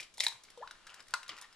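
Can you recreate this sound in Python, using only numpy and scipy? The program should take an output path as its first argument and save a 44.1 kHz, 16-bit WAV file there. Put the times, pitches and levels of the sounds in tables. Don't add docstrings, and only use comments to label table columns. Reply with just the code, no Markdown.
import sys
import numpy as np
from scipy import signal
from scipy.fft import rfft, irfft
from scipy.io import wavfile
from scipy.ndimage import uniform_filter1d

SR = 44100
rng = np.random.default_rng(int(sys.argv[2]) if len(sys.argv) > 2 else 0)


def transcribe(signal):
    frames = np.atleast_2d(signal).T
    limited = np.clip(frames, -1, 1)
    pcm = np.round(limited * 32767).astype(np.int16)
    wavfile.write(sys.argv[1], SR, pcm)


def ratio(d):
    e = np.asarray(d, float) / 20
    return 10 ** e


N = 68355

# frequency in Hz, density in dB per Hz.
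AIR_SPECTRUM = [(15, 9), (64, -2.5), (445, -5), (1460, -6.5), (2200, -10.5), (3500, -4), (11000, -18),
                (15000, -54)]
# frequency in Hz, left-right likeness 0 to 1.
AIR_LIKENESS = [(30, 0.71), (150, 0.2), (300, 0.39), (2000, 0.26), (5000, 0.25), (12000, 0.31)]
AIR_DB = -65.5

# start in seconds, frequency in Hz, level in dB, T60 in seconds.
BUMPS = [
    (0.341, 123, -61, .12),
    (1.291, 126, -62, 0.15),
    (1.301, 318, -55.5, 0.082),
    (1.317, 330, -53, 0.066),
    (1.326, 440, -46.5, 0.039),
    (1.329, 215, -55.5, 0.067),
    (0, 125, -57.5, 0.063),
    (.01, 342, -58, 0.083),
]

# time in seconds, level in dB.
RUB_LEVEL = [(.0, -58.5), (0.091, -78), (.5, -71.5), (.66, -70.5), (.78, -66.5), (.85, -68), (.89, -58.5),
             (1.007, -59.5), (1.04, -89), (1.1, -65), (1.272, -67.5), (1.308, -55), (1.35, -58.5),
             (1.438, -58), (1.469, -72.5), (1.55, -66.5)]
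# frequency in Hz, density in dB per Hz.
RUB_SPECTRUM = [(120, -16), (850, -5.5), (1400, 1), (2400, -3), (3300, -3.5), (4900, -9.5), (7400, -17.5),
                (13000, -62)]
SLIPS_PER_S, SLIP_SPREAD_DB = 3000, 2.0

# time in seconds, frequency in Hz, level in dB.
BUBBLE = [
    (.574, 540, -53.5),
    (0.583, 479, -54),
    (0.597, 470.5, -56.5),
    (0.606, 488, -53),
    (0.618, 669, -51),
    (0.621, 794, -59),
    (0.63, 920, -40.5),
    (0.631, 1006, -46.5),
    (.655, 1157, -57),
]
# start in seconds, frequency in Hz, end frequency in Hz,
# level in dB, T60 in seconds.
BLOBS = [
    (0.574, 950, 915, -45, 0.024),
    (0.617, 462, 464.5, -53, 0.12),
    (.614, 1780, 1760, -48.5, 0.022),
    (.623, 1716, 1700, -46, 0.046),
    (0.633, 1133, 1545, -41.5, 0.051),
    (0.661, 1000, 940, -48.5, 0.059),
]

# start in seconds, ring in dB, crack in dB, treble in dB, T60 in seconds.
BLOWS = [
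    (0.2045, -9, -25, -33, 0.035),
    (0.2659, -19, -29.5, -28.5, 0.025),
    (1.138, -24, -30, -30, 0.022),
    (1.2918, -31.5, -33.5, -49, 0.033),
    (1.1478, -32, -68, -55, 0.014),
]
# frequency in Hz, level re blow in dB, T60 in seconds.
BREAK_MODES = [(3830, 6, 0.0048), (2084, -8.5, 0.016), (6480, -3, .004)]
SNAP_MODES = [(3910, 9.5, 0.013), (3700, -4, 0.024), (885, -14.5, 0.049), (934, -24.5, 0.099),
              (1040, -32, 0.16), (1700, -5.5, 0.012), (5200, -20, 0.043), (2713, -26.5, 0.019)]
KNOCK_MODES = [(1420, 2, 0.043), (1527, 2, 0.024), (1047, -6, 0.048), (1101, -12, 0.082), (1260, -7, 0.04),
               (930, -21, 0.15), (1062, -28, .18), (1425, -25, 0.23), (3900, -9, 0.019), (2643, -1, 0.018),
               (4600, 3, 0.0055), (6160, -8.5, 0.019), (600, -21.5, 0.059), (2050, -7, 0.035)]
NEST_MODES = [(3240, 4.5, 0.015), (2270, -9.5, 0.024), (4800, 7, 0.0067), (1168, -11.5, 0.04),
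              (554, -17, 0.037)]
BOUNCE_MODES = [(1420, -4, 0.019), (1247, -5, 0.041)]
WOBBLE_DB = 4.0

# start in seconds, ring in dB, ring frequency in Hz, treble in dB, T60 in seconds.
SPLIT = [(0.0, -28, 2420, -54, 0.088), (.0042, -41, 2530, -43, 0.05), (0.028, -35.5, 3070, -51.5, 0.063),
         (.14, -49, 6270, -51, 0.044), (.173, -42, 3760, -48.5, 0.022), (.18, -39, 4300, -45, 0.038),
         (0.181, -38.5, 910, -46, 0.023), (.1805, -47.5, 560, -70, 0.022), (.181, -38.5, 2090, -68, .02),
         (.193, -31.5, 3460, -47, 0.0067), (0.2002, -28.5, 3620, -34.5, 0.044),
         (.2078, -21.5, 2047, -28, 0.019), (0.2125, -43, 1890, -45, 0.034), (0.223, -37, 2400, -44, 0.021),
         (0.226, -36, 2370, -42, 0.024), (0.2321, -29, 2360, -39, 0.022),
         (0.2368, -20.5, 2097, -32.5, 0.052), (0.2362, -24.5, 3900, -53, 0.014),
         (.242, -42, 2340, -30.5, 0.019), (0.2483, -28, 1910, -34.5, 0.028), (.255, -48, 2060, -48, 0.02),
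         (0.2822, -26.5, 3910, -30, 0.017), (0.321, -38.5, 1070, -65, 0.05), (.325, -41, 1570, -57, 0.05),
         (.356, -44, 980, -66, 0.073)]
# start in seconds, ring in dB, ring frequency in Hz, treble in dB.
TICKS = [(0.436, -49, 3920, -47.5), (0.45, -44, 4600, -63), (0.485, -47.5, 1540, -78),
         (.486, -46, 2210, -76), (.503, -47.5, 2040, -75), (.452, -58, 3320, -64), (0.502, -49, 3200, -49),
         (0.575, -48.5, 3650, -56.5), (.595, -50, 3100, -85), (0.614, -46, 1790, -87),
         (0.676, -48, 3900, -73), (0.701, -57, 1070, -73), (0.71, -41.5, 3830, -83),
         (0.675, -32.5, 1500, -60), (0.71, -31.5, 1500, -48), (0.753, -46.5, 1690, -93),
         (0.868, -40, 1360, -49.5), (0.872, -36.5, 1640, -53.5), (0.894, -39, 2810, -64),
         (0.901, -41.5, 3100, -54.5), (0.942, -43.5, 1700, -45.5), (.943, -45, 6630, -64),
         (.995, -44, 2020, -62), (1.0042, -40, 5170, -56), (1.024, -55, 7700, -58.5),
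         (1.004, -40, 1530, -58), (1.069, -49, 1800, -60), (1.083, -48.5, 2010, -52.5),
         (1.107, -50, 3700, -51.5)]
# start in seconds, ring in dB, ring frequency in Hz, treble in dB.
NEST = [(1.23, -35, 1460, -50.5), (1.232, -38.5, 2800, -56), (1.231, -41.5, 2020, -70),
        (1.263, -42, 1620, -70), (1.283, -51, 1920, -65), (1.28, -40, 3850, -44.5),
        (1.298, -31.5, 3060, -72), (1.306, -37.5, 2900, -74), (1.314, -42, 1230, -68),
        (1.318, -37.5, 2050, -77), (1.332, -39, 1240, -71), (1.327, -43, 1420, -79),
        (1.366, -41, 2710, -54), (1.378, -44, 1800, -55.5), (1.385, -38, 1910, -49),
        (1.413, -68, 1030, -43), (1.4225, -38, 1080, -48), (1.423, -41, 3640, -53), (1.453, -43, 1130, -75),
        (1.443, -38, 1840, -75), (1.527, -47, 5170, -58.5)]
TICK_T60_S, NEST_T60_S = 0.029, 0.032
# frequency in Hz, density in dB per Hz.
SHELL_SPECTRUM = [(250, -44), (550, -10.5), (1400, -25), (2050, -0.5), (2700, -4), (3900, -4.5), (5500, -8),
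                  (10000, -44)]
# frequency in Hz, density in dB per Hz.
TREBLE_SPECTRUM = [(2500, -15.5), (5000, 3), (7000, 4), (10000, 2), (12500, -9), (14200, -22), (15300, -70)]
# frequency in Hz, left-right likeness 0 to 1.
CRACK_LIKENESS = [(2000, 0.94), (5000, 0.97), (9000, 0.11)]
CRACK_DB, TREBLE_DB, RING_DB, RAGGED_DB = -14, -0.5, -0.5, 2.5
RISE_S, RING_T60_S = 0.00058, 0.012
CUP_HZ, CUP_DB, CUP_T60_S = 3840, -19, 0.028

# frequency in Hz, T60 in seconds.
ROOM_T60 = [(300, 0.26), (1000, 0.39), (3000, 0.25), (8000, 0.28), (14000, 0.24)]
# frequency in Hz, left-right likeness 0 to 1.
ROOM_LIKENESS = [(300, 1), (2000, 0.56), (5000, 0.057), (12000, 0.39)]
# delay in seconds, level in dB.
ECHOES = [
    (.0021, -18),
    (.0045, -23.5),
    (.0098, -18.5),
]
ROOM_DB, TONAL_SEND_DB = -7, -4.5

# frequency in Hz, left minus right in dB.
PORT_BALANCE = [(100, 1), (500, 3), (2000, 3), (6000, 2), (13000, -0.9)]
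# frequency in Hz, left lead in radians.
PORT_LEAD = [(2000, 0.024), (5000, 0.96), (8000, 1.3), (13000, 2.2)]


def evened(x):
    return x / np.sqrt(np.mean(x ** 2) + 1e-20)


def read(points, hz):
    f, value = np.transpose(points)
    return np.interp(np.log(hz + 1), np.log(f + 1), value)


def add(mix, start_s, sound):
    part = mix[..., max(round(start_s * SR), 0):][..., :sound.shape[-1]]
    part += sound[..., :part.shape[-1]]


def colour(x, points):
    n = x.shape[-1]
    gain = ratio(read(points, np.fft.rfftfreq(n, 1 / SR)))
    return irfft(rfft(x) * gain, n)


def dying(t, t60_s, rise_s=RISE_S):
    return (1 - np.exp(-t / rise_s)) * ratio(-60 * t / max(t60_s, 0.004))


def sweep(hz):
    return np.sin(2 * np.pi * np.cumsum(hz) / SR)


def pair(a, b, likeness):
    same = np.clip(read(likeness, np.fft.rfftfreq(len(a), 1 / SR)), 0, 1)
    right = same * rfft(a) + np.sqrt(1 - same ** 2) * rfft(b)
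    return np.array([a, irfft(right, len(a))])


def air():
    a, b, c = rng.standard_normal((3, N))
    lumps = ratio(1.0 * evened(uniform_filter1d(c, size=3000)))
    return ratio(AIR_DB) * lumps * evened(colour(pair(a, b, AIR_LIKENESS), AIR_SPECTRUM))


def kitchen(x):
    length, gap = SR // 2, 20
    slots = np.arange(200, length - gap, gap)
    at = slots + rng.integers(0, gap, (2, len(slots)))
    taps = np.zeros((2, length))
    np.put_along_axis(taps, at, rng.choice([-1.0, 1.0], at.shape), 1)
    hz, t, z = signal.stft(pair(*taps, ROOM_LIKENESS), SR, nperseg=256)
    decay = ratio(-60 * t / read(ROOM_T60, hz)[:, None])
    tail = signal.istft(z * decay, SR, nperseg=256)[1]
    tail = ratio(ROOM_DB) * tail / np.linalg.norm(tail[0])
    for k, (delay_s, db) in enumerate(ECHOES):
        sign, i = (-1) ** k, round(delay_s * SR)
        tail[[0, 1], [i, i + 2 * sign]] += sign * ratio(db)
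    return signal.fftconvolve(x[None], tail, axes=1)[:, :N]


def bumps():
    out, t = np.zeros(N), np.arange(6000) / SR
    for start_s, hz, db, t60_s in BUMPS:
        add(out, start_s, ratio(db) * dying(t, t60_s, 0.0063) * np.sin(2 * np.pi * hz * t))
    return out


def rub():
    size = ratio(SLIP_SPREAD_DB * np.minimum(rng.exponential(1, N), 4))
    slips = size * (rng.random(N) < SLIPS_PER_S / SR)
    grain = rng.standard_normal(200) * np.exp(-np.arange(200) / 13.8)
    s, db = np.transpose(RUB_LEVEL)
    level = ratio(np.interp(np.arange(N) / SR, s, db))
    noise = signal.oaconvolve(slips * rng.choice([-1, 1], N), grain)[:N]
    return level * evened(colour(noise, RUB_SPECTRUM))


def yolk():
    out = np.zeros(N)
    s, hz, db = np.transpose(BUBBLE)
    t = np.arange(s[0], s[-1], 1 / SR)
    edge = np.clip(np.minimum(t - s[0], s[-1] - t) / 0.0014, 0, 1)
    add(out, s[0], edge * 1.8 * ratio(np.interp(t, s, db)) * sweep(np.interp(t, s, hz)))
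    t = np.arange(6000) / SR
    for start_s, start_hz, end_hz, level_db, t60_s in BLOBS:
        glide_hz = start_hz + (end_hz - start_hz) * (1 - np.exp(-t / 0.0118))
        add(out, start_s, ratio(level_db) * dying(t, t60_s, 0.001) * sweep(glide_hz))
    return out


def rings():
    out, t = np.zeros(N), np.arange(8192) / SR
    mode_sets = (BREAK_MODES, SNAP_MODES, KNOCK_MODES, NEST_MODES, BOUNCE_MODES)
    for (start_s, ring_db, *_), modes in zip(BLOWS, mode_sets):
        for hz, mode_db, t60_s in modes:
            drift = uniform_filter1d(rng.standard_normal(len(t)), size=200)
            drift = evened(uniform_filter1d(drift, size=200))
            wobble_db = WOBBLE_DB * np.minimum(t / 0.02, 1) * drift
            level = ratio(ring_db + mode_db + wobble_db)
            add(out, start_s, level * dying(t, t60_s, 0.00083) * np.sin(2 * np.pi * hz * t))
    return colour(out, [(200, -24), (600, 0)])


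def crack(crack_db, treble_db, t60_s, ring_db=-120, hz=2000):
    t, z = np.arange(4096) / SR, rng.standard_normal((3, 4096))
    ragged = pair(z[0], z[1], CRACK_LIKENESS) * ratio(RAGGED_DB * evened(uniform_filter1d(z[2], size=24)))
    rim = ratio(CUP_DB) * np.sin(2 * np.pi * CUP_HZ * t) * dying(t, CUP_T60_S)
    piece = np.sin(2 * np.pi * hz * t) * dying(t, RING_T60_S)
    body = ratio(crack_db) * evened(colour(ragged, SHELL_SPECTRUM)) * dying(t, t60_s)
    spit = ratio(treble_db) * evened(colour(ragged, TREBLE_SPECTRUM)) * dying(t, 1.11 * t60_s)
    return ratio(ring_db) * (piece + rim) + body + spit


def shell():
    out = np.zeros((2, N))
    ticks = [(*row, TICK_T60_S) for row in TICKS]
    nest = [(*row, NEST_T60_S) for row in NEST]
    for start_s, db, hz, treble_db, t60_s in list(SPLIT) + ticks + nest:
        burst = crack(db + CRACK_DB, treble_db + TREBLE_DB, t60_s, db + RING_DB, hz)
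        add(out, start_s - 0.0003, burst)
    for start_s, _, crack_db, treble_db, t60_s in BLOWS:
        add(out, start_s, crack(crack_db, treble_db, t60_s))
    return colour(out, [(150, -27.5), (450, -1.0)])


def scene():
    noisy = shell() + rub()
    tonal = rings() + yolk() + bumps()
    room = kitchen(noisy.mean(0) + ratio(TONAL_SEND_DB) * tonal)
    return noisy + tonal + room + air()


def band_limit(x):
    return signal.sosfilt(signal.butter(12, 15190, fs=SR, output="sos"), x)


def record(dry):
    hz, side = np.fft.rfftfreq(N, 1 / SR), np.array([[0.5], [-0.5]])
    ports = ratio(side * read(PORT_BALANCE, hz)) * np.exp(1j * side * read(PORT_LEAD, hz))
    mix = irfft(rfft(dry) * ports, N)
    return band_limit(mix)


dry = scene()
out = record(dry)
transcribe(out)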